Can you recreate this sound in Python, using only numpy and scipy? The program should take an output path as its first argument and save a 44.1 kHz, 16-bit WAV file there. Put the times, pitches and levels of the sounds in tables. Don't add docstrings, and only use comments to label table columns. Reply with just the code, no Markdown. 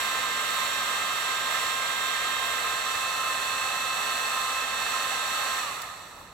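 import sys
import numpy as np
from scipy import signal
from scipy.fft import rfft, irfft, next_fast_len
from scipy.io import wavfile
from scipy.ndimage import uniform_filter1d

SR = 44100
rng = np.random.default_rng(int(sys.argv[2]) if len(sys.argv) > 2 else 0)


def bounce(signal):
    frames = np.transpose(np.atleast_2d(signal))
    limited = np.clip(frames, -1, 1)
    pcm = np.round(limited * 32767).astype(np.int16)
    wavfile.write(sys.argv[1], SR, pcm)


N = 279133
TIME = np.arange(N) / SR
FFT_SIZE = next_fast_len(N)
BIN_HZ = np.arange(FFT_SIZE // 2 + 1) * SR / FFT_SIZE
SWITCH_OFF_S = 5.59
SWING_S, SWING_HALF_S = 2.38, .25


def undb(db):
    return 10 ** (np.asarray(db) / 20)


def bell(x, middle, half_width):
    return np.exp(-((x - middle) / half_width) ** 2)


def movement(start_s, length_s):
    return np.sin(np.pi / 2 * np.clip((TIME - start_s) / length_s, 0, 1)) ** 2


def wander(rate_hz):
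    hold = int(SR / rate_hz)
    steps = np.repeat(rng.standard_normal(N // hold + 1), hold)
    return 1.3 * uniform_filter1d(uniform_filter1d(steps, hold), hold)[:N]


def spectrum(rows, hz=BIN_HZ):
    points, *columns = np.transpose(rows)
    return np.array([np.interp(np.log(np.maximum(hz, 1)), np.log(points), c) for c in columns])


def resonances(rows):
    return sum(np.outer([left, right], bell(BIN_HZ, hz, width)) for hz, width, left, right in rows)


def shelf(sound, corner_hz, db):
    lows = signal.sosfiltfilt(signal.butter(2, corner_hz, fs=SR, output="sos"), sound)
    return lows + (sound - lows) * undb(db)


def colour(noise, db):
    return irfft(noise * undb(db), FFT_SIZE)[:, :N]


# (frequency [Hz], correlation [-1 to 1])
PORT_CORRELATION = [(100, 0.87), (1100, 0.83), (1350, 0.71), (1550, -0.41), (1750, 0.73), (2100, 0.1),
                    (2650, 0.76), (3150, -0.4), (3500, 0.52), (3850, -0.13), (4350, 1), (5050, -0.39),
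                    (5700, 0.2), (8200, 0.27), (10000, 0.044), (15000, -0.2)]

def stereo_noise():
    mid, side = rfft(rng.standard_normal((2, FFT_SIZE))) * np.sqrt(SR) / 2
    correlation = spectrum(PORT_CORRELATION)[0]
    mid, side = mid * np.sqrt(1 + correlation), side * np.sqrt(1 - correlation)
    return np.array([mid + side, mid - side])


# (frequency [Hz], spectral level [dB per Hz])
RUMBLE_SPECTRUM = [(20, -104), (32, -82), (42, -79.5), (60, -78.5), (85, -79), (115, -79.5), (200, -83),
                   (400, -85.5), (1000, -80), (3000, -99), (8000, -106), (15000, -109)]
# (frequency [Hz], level [dB], middle of fade-out [s])
HUMS = [(60, -72, 7), (172.3, -67, 7), (225.6, -60, 1.16)]

def garage(left_db=-3, fade_s=.4):
    hum = 0
    for hz, db, until_s in HUMS:
        fade = np.clip((until_s - TIME) / fade_s + .5, 0, 1)
        phase = 2 * np.pi * hz * TIME + .5 * wander(2.93)
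        hum += fade * np.sqrt(2) * undb(db) * np.sin(phase)
    rumble = colour(stereo_noise(), spectrum(RUMBLE_SPECTRUM))
    return (rumble + hum) * undb([[left_db], [0]])


def reflections(spacing_hz=70, bass_db=1.0, treble_db=2.5):
    knots = np.arange(0, SR, spacing_hz)
    depths = rng.standard_normal((3, len(knots)))
    shared, left, right = (np.interp(BIN_HZ, knots, depth) for depth in depths)
    apart = np.clip(BIN_HZ / 4000, 0, 1)
    return bass_db * np.sqrt(1 - apart) * shared + treble_db * np.sqrt(apart) * np.array([left, right])


# (time [s], half width [s], gain [dB])
RUSTLES = [(6.2, 0.047, -2.5)]
# (frequency [Hz], spectral level [dB per Hz])
RUSTLE_SPECTRUM = [(100, -80), (700, -79), (1200, -70.5), (2500, -107), (5000, -98), (9000, -98),
                   (15000, -95)]

def sleeve_rustle():
    envelope = sum(undb(db) * bell(TIME, at_s, half_s) for at_s, half_s, db in RUSTLES)
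    return envelope * colour(stereo_noise(), spectrum(RUSTLE_SPECTRUM))


# (time [s], gain [dB], decay time constant [s])
CLICKS = [(5.8184, 1, .0022), (5.822, -7, 0.0034)]
# (frequency [Hz], spectral level [dB per Hz])
CLICK_SPECTRUM = [(300, -88), (1500, -78), (4000, -71), (8000, -72), (12000, -73), (15000, -74)]

def switch_clicks():
    envelope = sum(undb(db) * (TIME >= at_s) * np.exp(-np.abs(TIME - at_s) / decay_s)
                   for at_s, db, decay_s in CLICKS)
    return envelope * colour(stereo_noise(), spectrum(CLICK_SPECTRUM))


# (frequency [Hz], left [dB per Hz], right [dB per Hz])
TURBULENCE = [(60, -98, -93.5), (224, -84, -78.5), (354, -83.5, -79.5), (467, -73.5, -72.5),
              (760, -71, -66.5), (1550, -69, -65), (2970, -74, -69.5), (5840, -82, -77), (10130, -86, -84),
              (13000, -81.5, -81.5), (15300, -86.1, -88)]
# (frequency [Hz], half width [Hz], left [dB], right [dB])
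BARREL_RESPONSE = [(950, 87, 5, -2.5), (1055, 28, 4.5, 7), (1261, 110, 10.5, 7.5), (1493, 33, -9, -7.5),
                   (1813, 48, 4.5, 9), (2082, 132, -0.5, 6.5), (2246, 114, -0.5, -7), (2597, 72, 3.5, 4.5),
                   (3230, 150, -3.5, -2.5), (3510, 170, -4.5, 4), (4037, 490, 11, 4.5),
                   (5035, 223, -8, -18), (5740, 780, 2.5, 5.5), (6530, 170, -8, -6), (7520, 770, 11.5, 10),
                   (7530, 130, -2, -4), (7940, 160, 1.5, 2), (8830, 910, 2, 6), (8750, 260, -9, -4.5),
                   (9800, 200, 0, -2), (11800, 760, 5.5, -5.5)]
# (frequency [Hz], half width [Hz], left [dB], right [dB])
TURN_RESPONSE = [(420, 150, -2, -1), (830, 91, 3, 4), (1320, 90, 1.5, 1.5), (1806, 58, 6, -0.5),
                 (2090, 120, -1, -3), (2620, 56, 5, 0), (3200, 150, 3, -2.5), (3800, 450, -4, -1),
                 (5470, 99, -3, -6.5), (6550, 190, -6, 1), (8700, 220, 2, 2), (12000, 400, 3, -4),
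                 (14500, 700, 0, -2)]

def air_rush(flow_db, turn, back, speed, throb_db=1.24, flutter_db=.42):
    noise = stereo_noise()
    midway_db = spectrum(TURBULENCE) + resonances(BARREL_RESPONSE)
    half_turn_db = resonances(TURN_RESPONSE) / 2
    facing = colour(noise, midway_db - half_turn_db + reflections())
    turned = colour(noise, midway_db + half_turn_db + reflections())
    rush = facing * (1 - turn) + turned * turn
    hollow = signal.sosfiltfilt(signal.butter(2, [1150, 1420], "band", fs=SR, output="sos"), rush)
    rush += hollow * (undb(throb_db * wander(14)) - 1)
    aim_db = .46 - 1.5 * turn + .5 * back
    rush = shelf(rush, corner_hz=8500, db=aim_db + .73 * wander(18))
    shadow_db = -1.5 * bell(TIME, SWING_S, SWING_HALF_S)
    hand_db = .2 * back + SWAY_DEPTH_DB * wander(7)
    rush = shelf(rush, corner_hz=2500, db=shadow_db + hand_db)
    rush = shelf(rush, corner_hz=1600, db=-3 * (1 - speed))
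    return rush * undb(flow_db + flutter_db * wander(12))


# (harmonic [multiple of shaft rate], left [dB], right [dB], change over a full turn [dB])
MOTOR_PARTIALS = [(1, -72, -66, -2), (4, -40.5, -40, .5), (5, -47.5, -42.5, 3), (6, -40.5, -37.5, -4),
                  (7, -55, -52, 1), (8, -60, -45, -4), (10, -45.5, -38.3, 5), (11, -60, -49, -2),
                  (12, -53, -42.8, -5), (13, -59, -47, 3), (14, -57, -42.5, -3), (16, -53, -57, 7),
                  (20, -66, -59, -4), (22, -70, -52, 1), (26, -68, -60, 1), (28, -63, -56, 1),
                  (32, -66, -55, 0), (33, -65, -54.5, 6), (34, -69, -62, 2), (38, -70, -68, 2),
                  (45, -66, -72, 3)]
# (harmonic [multiple of shaft rate], change [dB])
FREEWHEEL_CHANGES = [(4, -6), (5, .5), (6, -14), (7, 9.5)]

def motor_whine(gain_db, turn, back, speed, powered_hz=262.9, jitter=.0007, waver_db=1.0):
    surge_hz = 1.3 * bell(TIME, 1.95, .8)
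    shaft_hz = (powered_hz + surge_hz) * speed
    shaft_angle = 2 * np.pi * np.cumsum(shaft_hz * (1 + jitter * wander(14))) / SR
    coasting = np.clip((TIME - SWITCH_OFF_S) / .02, 0, 1)
    barrel_db = np.mean(spectrum(TURBULENCE) + resonances(BARREL_RESPONSE), axis=0)
    whine = np.zeros((2, N))
    for harmonic, left_db, right_db, turn_db in MOTOR_PARTIALS:
        hz = harmonic * shaft_hz
        blur_rad = (.16 + .22 * coasting) * wander(45)
        flicker_db = 2 * wander(30)
        sweep_db = np.interp(hz, BIN_HZ, barrel_db) - np.interp(hz[0], BIN_HZ, barrel_db)
        casing_db = 12 * bell(hz, 1110, 80)
        freewheel_db = dict(FREEWHEEL_CHANGES).get(harmonic, 0)
        db = gain_db + turn_db * (turn - .5) + waver_db * wander(8)
        db += coasting * (flicker_db + sweep_db + casing_db + freewheel_db)
        if harmonic == 10:
            db -= 7.5 * back ** 2
        if harmonic == 12:
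            db += 4 * bell(TIME, SWING_S, SWING_HALF_S)
        rolloff = speed ** ((harmonic / 7) ** 2)
        phase = harmonic * shaft_angle + rng.uniform(0, 2 * np.pi) + blur_rad
        port_shift_rad = np.arccos(spectrum(PORT_CORRELATION, hz[0])[0])
        left = undb(left_db) * np.sin(phase + port_shift_rad)
        right = undb(right_db) * np.sin(phase)
        whine += np.sqrt(2) * rolloff * undb(db) * np.array([left, right])
    return whine


def scene(coast_s=.66, flow_db_per_decade=42.5):
    speed = np.exp(-np.maximum(TIME - SWITCH_OFF_S, 0) / coast_s)
    back = movement(start_s=3.94, length_s=1.9)
    turn = movement(start_s=2.25, length_s=1.0) * (1 - .22 * back)
    flow_db = flow_db_per_decade * np.log10(speed) + .2 * back
    rush = air_rush(flow_db, turn, back, speed)
    whine = motor_whine(flow_db + .5, turn, back, speed)
    return garage() + sleeve_rustle() + switch_clicks() + rush + whine


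def record(dry, cutoff_hz=15750):
    return signal.sosfilt(signal.ellip(10, .2, 80, cutoff_hz, fs=SR, output="sos"), dry)


SWAY_DEPTH_DB = .35

dry = scene()
out = record(dry)
bounce(out)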